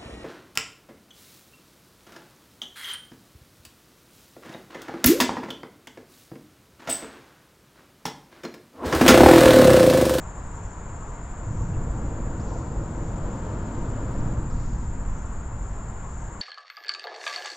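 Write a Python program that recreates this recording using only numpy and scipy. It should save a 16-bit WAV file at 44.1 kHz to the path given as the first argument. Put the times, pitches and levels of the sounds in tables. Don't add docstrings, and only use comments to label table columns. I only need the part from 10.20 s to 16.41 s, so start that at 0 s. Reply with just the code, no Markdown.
import sys
import numpy as np
from scipy import signal
from scipy.fft import rfft, irfft, next_fast_len
from scipy.io import wavfile
from scipy.ndimage import uniform_filter1d

SR = 44100
rng = np.random.default_rng(int(sys.argv[2]) if len(sys.argv) > 2 else 0)


def transcribe(signal):
    frames = np.atleast_2d(signal).T
    limited = np.clip(frames, -1, 1)
    pcm = np.round(limited * 32767).astype(np.int16)
    wavfile.write(sys.argv[1], SR, pcm)


N = 273851


def gain_of(db):
    return 10 ** (np.asarray(db) / 20)


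def evened(x):
    return x / np.sqrt(np.mean(x ** 2) + 1e-20)


def interpolated(points, hz):
    f, value = np.transpose(points)
    return np.interp(np.log(hz + 1), np.log(f + 1), value)


def level(rows):
    return gain_of(np.interp(np.arange(N) / SR, *np.transpose(rows)))


def add(mix, start_s, sound):
    part = mix[max(round(start_s * SR), 0):][:len(sound)]
    part += sound[:len(part)]


def drift(hz):
    size = next_fast_len(N // 16)
    f = np.fft.rfftfreq(size, N / size / SR)
    slow = irfft(rfft(rng.standard_normal(size)) * np.exp(-(f / hz) ** 2), size)
    return evened(np.interp(np.linspace(0, size - 1, N), np.arange(size), slow))


def pan(x, side_db):
    return x * gain_of([[side_db / 2], [-side_db / 2]])


def steadied(x, span_s=0.48):
    power = uniform_filter1d(x.mean(0) ** 2, round(span_s * SR))
    return x / np.sqrt(uniform_filter1d(power, round(span_s * SR / 2)))


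def swells(rows, length_s):
    t = np.arange(N) / SR
    gain = 0
    for centre_s, db in rows:
        place = np.clip(2 * (t - centre_s) / length_s, -1, 1)
        gain = gain + gain_of(db) * np.cos(np.pi / 2 * place) ** 2
    return gain


def rings(rows, ring_s):
    t, out = np.arange(SR // 2) / SR, np.zeros(N)
    for start_s, db, hz in rows:
        add(out, start_s, gain_of(db) * np.exp(-t / ring_s) * np.sin(2 * np.pi * hz * t))
    return out


# frequency in Hz, left-right correlation.
COHERENCE = [(15, .995), (50, .9994), (150, .9996), (250, .994), (500, .94), (1030, .85), (2090, .66),
             (4250, .6), (7200, .78), (8700, .72), (12000, .4)]
# frequency in Hz, left-minus-right level in dB.
BALANCE = [(300, 0), (550, 2.5), (950, 4), (1650, 3), (2860, 1), (5500, -1.5), (6500, 4), (7200, 3.5),
           (8000, 3), (8800, -1.5), (12000, 8.5)]
# frequency in Hz, lead of the left in radians.
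PHASE_LEAD = [(500, -0.026), (1000, -0.48), (2580, -0.96), (3880, -0.11), (4910, -0.18), (7600, 0.48)]
# frequency in Hz, width in Hz, lift in dB.
HOLLOW = [(50.3, 9.6, -0.5), (106.2, 7.4, 2), (163.2, 8.5, 3), (224.2, 6.4, 3.5), (276, 13, 0.5),
          (309.4, 16, 2), (334.5, 16, 3.5), (443, 75, 2), (683, 11, 3), (918, 75, 3.5)]


def air(colour):
    size = next_fast_len(N)
    hz = np.fft.rfftfreq(size, 1 / SR)
    a, b, c, d = rng.standard_normal((4, len(hz)))
    apart = np.interp(hz, [150, 300], [0, 1])

    same = np.clip(interpolated(COHERENCE, hz), -1, 1)
    left = a + 1j * b
    right = same * left + np.sqrt(1 - same ** 2) * (c + 1j * d)
    right = right * np.exp(-1j * apart * interpolated(PHASE_LEAD, hz))
    tilt = gain_of(apart * interpolated(BALANCE, hz) / 2)

    boom_db = sum(db / (1 + (2 * (hz - f) / width) ** 2) for f, width, db in HOLLOW)
    closed = 1 / (1 + (hz / colour[-1][0]) ** 10)
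    gain = gain_of(interpolated(colour, hz) + boom_db) * closed
    pair = irfft(np.array([left * tilt, right / tilt]) * gain, size)[:, :N]
    return pair / pair.mean(0).std()


# frequency in Hz, time to fall 60 dB in seconds.
DECAY = [(2000, 0.77), (5000, 0.97), (9000, 1)]


def bridge(x, same=0.46):
    a, b = rng.standard_normal((2, SR))
    same = np.clip(same, 0, 1)
    right = same * a + np.sqrt(1 - same ** 2) * b
    hz, t, z = signal.stft([a, right], SR, nperseg=256)
    decay = np.exp(-np.log(1000) * t / interpolated(DECAY, hz)[:, None])
    tail = signal.istft(z * decay, SR)[1]
    return signal.fftconvolve(x[None], tail / np.linalg.norm(tail[0]), axes=1)[:, :N]


# frequency in Hz, relative level in dB per Hz.
WASH_COLOUR = [(15, -1.5), (50, 2.5), (80, 0), (110, -4.5), (200, -12), (330, -19.5), (600, -20.5),
               (780, -21.5), (930, -21), (1100, -21.5), (1500, -24), (2400, -36), (4200, -49), (8500, -52),
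               (13000, -94)]


def wash(level_db=-34.5):
    return steadied(air(WASH_COLOUR)) * gain_of(level_db)


def bubbles(range_hz, count, per_s, ring_s, spread_db, rise_per_s=1.4, wet_db=-2):
    t, out = np.arange(SR // 10) / SR, np.zeros(N)
    for hz in np.geomspace(*range_hz, count):
        envelope = (1 - np.exp(-10 * t / ring_s)) * np.exp(-t / ring_s)
        bubble = envelope * np.sin(2 * np.pi * hz * t * (1 + rise_per_s * t / 2))
        starts_s = np.cumsum(rng.exponential(count / per_s, 100))
        for start_s, size in zip(starts_s, rng.exponential(1, 100)):
            add(out, start_s, gain_of(spread_db * min(size, 3)) * bubble)
    return evened(out + gain_of(wet_db) * bridge(out))


# centre in seconds, level in dB.
GURGLES = [(.38, -47), (.93, -50), (1.41, -46.5), (2.34, -49), (3.25, -45), (5.87, -46.5), (6.13, -50)]
# lowest and highest in Hz, for the babble and the finer trickle.
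BABBLE_HZ = (893, 1089)
TRICKLE_HZ = (620.4, 1394)


def gurgle(length_s=0.14, babble_db=-56.5, trickle_db=-54.5, side_db=3.5):
    babble = bubbles(BABBLE_HZ, count=16, per_s=170, ring_s=0.011, spread_db=3.0)
    trickle = bubbles(TRICKLE_HZ, count=30, per_s=110, ring_s=0.0095, spread_db=2.5, wet_db=-8.5)
    babble = babble * np.hypot(gain_of(babble_db), swells(GURGLES, length_s))
    return pan(babble + gain_of(trickle_db) * trickle, side_db)


def strokes(hz, first_s, rate, uneven_db=0.5, scrape=0.18, scrape_hz=420, stroke_s=.031, sag_hz=140):
    t = np.arange(N) / SR + .0015 * drift(2)
    cycle = (rate * (t - first_s) + .5) % 1 - .5
    place = np.clip(cycle / (rate * stroke_s) + .5, 0, 1)
    pitch = hz + sag_hz * (1 / 10 - place ** 4) + 14 * drift(30)
    teeth = 1 + scrape * (drift(scrape_hz) + 1j * drift(scrape_hz))
    tone = (teeth * np.exp(2j * np.pi * np.cumsum(pitch) / SR)).real
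    return evened(np.sin(np.pi * place) * tone * gain_of(uneven_db * drift(5.8)))


# direct level in dB, left-minus-right level in dB.
CRICKETS = [(-64.5, 4.5), (-65.5, 6), (-68.5, 2), (-68.5, 2.5), (-76, 4)]
# nominal pitch in Hz, middle of the first stroke in seconds, strokes per second.
WINGS = [(7200, .019, 13.58), (7440, .035, 14.91), (6985, .007, 13.52), (6900, .036, 14.22),
         (7650, .041, 15.2)]


def near_crickets(wet_db=-5):
    out = np.zeros((2, N))
    for (db, side_db), wings in zip(CRICKETS, WINGS):
        song = strokes(*wings)
        out += gain_of(db) * pan(song + gain_of(wet_db) * bridge(song), side_db)
    return out


BANK_HZ = (6650, 7800)


def bank_crickets(count=9, level_db=-60.5, wet_db=-5, side_db=4, edge_db=-6):
    song = np.zeros(N)
    wings = rng.uniform([0, 12.5], [1, 16], (count, 2))
    for u, (first_s, rate) in zip(np.linspace(0, 1, count), wings):
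        hz = np.interp(u, [0, 1], BANK_HZ)
        edge = gain_of(edge_db * (2 * u - 1) ** 2)
        song += edge * strokes(hz, first_s, rate, uneven_db=4.0, scrape=0.37)
    return gain_of(level_db) * pan(evened(song + gain_of(wet_db) * bridge(song)), side_db)


# frequency in Hz, relative level in dB per Hz.
CHORUS_COLOUR = [(5900, -21.5), (6250, -15.5), (6520, -1), (6760, -5), (6920, 3), (7080, 4.5), (7330, 5),
                 (7600, -4), (7870, -2.5), (8150, -13.5), (8400, -35.5), (9600, -23), (10500, -37.5)]
# time in seconds, level in dB.
CHORUS_COURSE = [(0.2, -51), (0.25, -51.5), (2.19, -53), (5.64, -53), (6.1, -51)]


def chorus(count=6, throb=0.18, share_db=-2.5):
    t, out = np.arange(N) / SR, np.zeros((2, N))
    for rate, start in rng.uniform([12.5, 0], [16.5, 1], (count, 2)):
        out += air(CHORUS_COLOUR) * (1 + throb * np.cos(2 * np.pi * (rate * t + start)))
    return evened(out) * level(CHORUS_COURSE) * gain_of(share_db)


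# centre in seconds, level in dB.
RASPS = [(.47, -67), (1.42, -65), (2.33, -65), (2.87, -67), (3.63, -71), (4.48, -69), (4.98, -66),
         (5.98, -67)]
# frequency in Hz, relative level in dB per Hz.
RASP_COLOUR = [(4300, -24), (5100, -9.5), (5700, 5), (6100, 7), (6500, 12), (7000, -2), (7800, -31)]


def far_insect(length_s=0.44, first_s=.43, beat_s=0.46, beat_db=-70, grain_db=1.5, grain_hz=120):
    t = np.arange(N) / SR
    beat = gain_of(beat_db) * np.cos(np.pi * (t - first_s) / beat_s) ** 2
    grain = evened(gain_of(grain_db * drift(grain_hz)))
    return air(RASP_COLOUR) * np.hypot(beat, swells(RASPS, length_s)) * grain


# centre in seconds, level in dB.
CREAKS = [(3.89, -82)]


def creak(per_s=350, spread_db=4, length_s=0.3, low_hz=9000):
    sizes = gain_of(spread_db * np.minimum(rng.exponential(1, N), 3))
    slips = sizes * (rng.random(N) < per_s / SR)
    thin = signal.sosfilt(signal.butter(2, low_hz, "high", fs=SR, output="sos"), slips)
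    return evened(thin) * swells(CREAKS, length_s)


# start in seconds, level in dB, frequency in Hz.
TICKS = [(.175, -67, 10000), (3.859, -60, 12600), (3.917, -58, 8940), (3.918, -64, 13000),
         (3.941, -65, 10500), (3.942, -48, 5300), (3.95, -67, 10000), (4.008, -49, 5600)]
# centre in seconds, level in dB.
RUSTLES = [(.3, -79), (3.9, -85)]
# frequency in Hz, relative level in dB per Hz.
RUSTLE_COLOUR = [(3000, -8), (9000, 2), (11000, -10), (12200, -1), (14000, -9)]


def gear(wet_db=-6, rustle_s=0.56, snap_db=-2, ragged_db=2.5, ragged_hz=70):
    snaps = gain_of(snap_db) * rings(TICKS, ring_s=.00012)
    ticks = rings(TICKS, ring_s=.0006) + snaps + creak()
    rustle = air(RUSTLE_COLOUR) * swells(RUSTLES, rustle_s) * gain_of(ragged_db * drift(ragged_hz))
    return pan(ticks, 2) + gain_of(wet_db) * bridge(ticks) + rustle


# start in seconds, level before the low-pass in dB,
# frequency in Hz.
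THUMPS = [(1.11, -25, 37.2), (1.268, -21.5, 107), (4.385, -21.5, 58.4)]


def thumps():
    return signal.sosfilt(signal.butter(2, 200, fs=SR, output="sos"), rings(THUMPS, ring_s=0.0374))


ON_DECK_S, OVERHEAD_S, OFF_DECK_S = 1.115, 3.45, 4.086


def rolling(attack_s, release_s):
    t = np.arange(N) / SR
    build = 1 - np.exp(-np.maximum(t - ON_DECK_S, 0) / attack_s)
    return build * np.exp(-np.maximum(t - OFF_DECK_S, 0) / release_s)


def heave(start_s, peak_s):
    u = np.maximum(np.arange(N) / SR - start_s, 0) / peak_s
    return (u * np.exp(1 - u)) ** 3


# frequency in Hz, relative level in dB per Hz.
SHUDDER_COLOUR = [(5, -16.5), (12, 1), (22, -2), (33, -15.5), (44, 0), (53, -3.5), (64, -8.5), (90, -21.5),
                  (200, -53)]
DRUM_COLOUR = [(45, -29), (75, -7), (92, -1.5), (115, 0.1), (160, -5), (225, -8.5), (280, -12.5),
               (420, -30), (900, -46.5)]
# start in seconds, time to
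# the shudder's peak in seconds, shudder level in dB, drumming level in dB, top of the drumming in Hz.
HEAVES = [(1.14, 0.47, -31, -28.5, 140), (3.62, 0.6, -27.5, -33, 405), (4.45, 0.36, -30, -40, 380),
          (5.05, 0.39, -34, -41.5, 140)]


def deck(shudder_db=-34, drum_db=-33.5, drum_time_share=0.7):
    shudder = gain_of(shudder_db) * rolling(attack_s=0.2, release_s=2.1)
    drum = steadied(air(DRUM_COLOUR)) * gain_of(drum_db) * rolling(attack_s=0.31, release_s=1.1)
    for start_s, peak_s, heave_db, boom_db, top_hz in HEAVES:
        shudder = np.hypot(shudder, gain_of(heave_db) * heave(start_s, peak_s))
        low_pass = signal.butter(2, top_hz, fs=SR, output="sos")
        boom = signal.sosfilt(low_pass, steadied(air(DRUM_COLOUR)))
        drum = drum + boom * gain_of(boom_db) * heave(start_s, peak_s * drum_time_share)
    return steadied(air(SHUDDER_COLOUR)) * shudder + drum


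# frequency in Hz, relative level in dB per Hz.
BRIGHT_COLOUR = [(130, -12), (240, 1.5), (340, -2), (400, -6), (490, -2), (640, -6), (760, -11),
                 (950, -8.5), (1400, -15), (2200, -29), (3200, -31), (4200, -35), (6000, -37),
                 (11000, -59.5), (12100, -49.5), (13600, -72)]
DULL_COLOUR = [(200, -26), (330, 2), (390, -10.5), (470, -2), (640, -8), (900, -13.5), (1600, -33.5)]


def tyres(bright_db=-38.5, dull_db=-40.5, speed_m_per_s=13.1, distance_m=9.3, uneven_db=0.4, uneven_hz=25):
    along_m = speed_m_per_s * (np.arange(N) / SR - OVERHEAD_S)
    range_m = np.hypot(along_m, distance_m)
    bright = gain_of(bright_db) * distance_m / range_m * rolling(attack_s=0.064, release_s=0.25)
    dull = gain_of(dull_db) * abs(along_m) / range_m * rolling(attack_s=0.4, release_s=0.41)
    roar = air(BRIGHT_COLOUR) * bright + air(DULL_COLOUR) * dull
    return roar * gain_of(uneven_db * drift(uneven_hz))


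def vehicle():
    return deck() + tyres() + thumps()


# start in seconds, level in dB, frequency in Hz.
PLIPS = [(1.532, -58, 2600), (1.539, -55, 2750), (1.548, -52, 2620), (1.553, -57, 2280)]


def plip(wet_db=-5):
    bubble = rings(PLIPS, ring_s=0.0051)
    return bubble + gain_of(wet_db) * bridge(bubble)


# start in seconds, level in dB before the chip's shaping, level in dB of the
CHIPS = [(2.189, -59, -62.5), (4.29, -61, -60.5)]
# frequency in Hz, relative level in dB per Hz.
CHIP_TAIL_COLOUR = [(3000, -13), (3900, -3.5), (4900, -3), (5900, -3.5), (6500, 1), (7500, -16)]


def bird(length_s=0.046, low_hz=3300, high_hz=6500, rasp=0.7,
         walls_s=(.08, .125, .185), walls_db=-8, bounce_db=-1.5,
         build_s=.045, fade_s=0.24, patchy_db=1.5, patchy_hz=60):
    u, t = np.linspace(0, 1, round(length_s * SR)), np.arange(N) / SR
    pitch = low_hz + (high_hz - low_hz) * u * (3 - u) / 2
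    carrier = np.exp(2j * np.pi * np.cumsum(pitch) / SR)
    envelope = np.sin(np.pi * u) * (1 - u / 2)
    song, tail = np.zeros((2, N))
    for start_s, db, tail_db in CHIPS:
        hoarse = 1 + rasp * (drift(500) + 1j * drift(500))[:len(u)]
        add(song, start_s, gain_of(db) * envelope * (hoarse * carrier).real)
        age = np.maximum(t - start_s, 0)
        tail += gain_of(tail_db) * (1 - np.exp(-age / build_s)) * np.exp(-(age / fade_s) ** 2 / 2)
    echoes = 0
    for k, delay_s in enumerate(walls_s):
        echoes = echoes + gain_of(walls_db + bounce_db * k) * np.roll(song, round(delay_s * SR))
    return song + echoes + air(CHIP_TAIL_COLOUR) * tail * gain_of(patchy_db * drift(patchy_hz))


# centre in seconds, level in dB.
FAR_CALL = [(6.12, -57)]
# frequency in Hz, relative level in dB per Hz.
FAR_CALL_COLOUR = [(1200, -25), (1500, -7), (1640, 4), (1800, -6), (2050, -7), (2400, -16)]


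def far_call(length_s=0.43):
    return air(FAR_CALL_COLOUR) * swells(FAR_CALL, length_s)


def scene():
    water = wash() + gurgle() + plip()
    insects = near_crickets() + bank_crickets() + chorus() + far_insect()
    return water + insects + gear() + vehicle() + bird() + far_call()


def record(dry, edge_hz=13600):
    low_pass = signal.firwin(511, edge_hz, window=("kaiser", 9), fs=SR)
    return signal.oaconvolve(dry, low_pass[None], "same")


dry = scene()
out = record(dry)
transcribe(out)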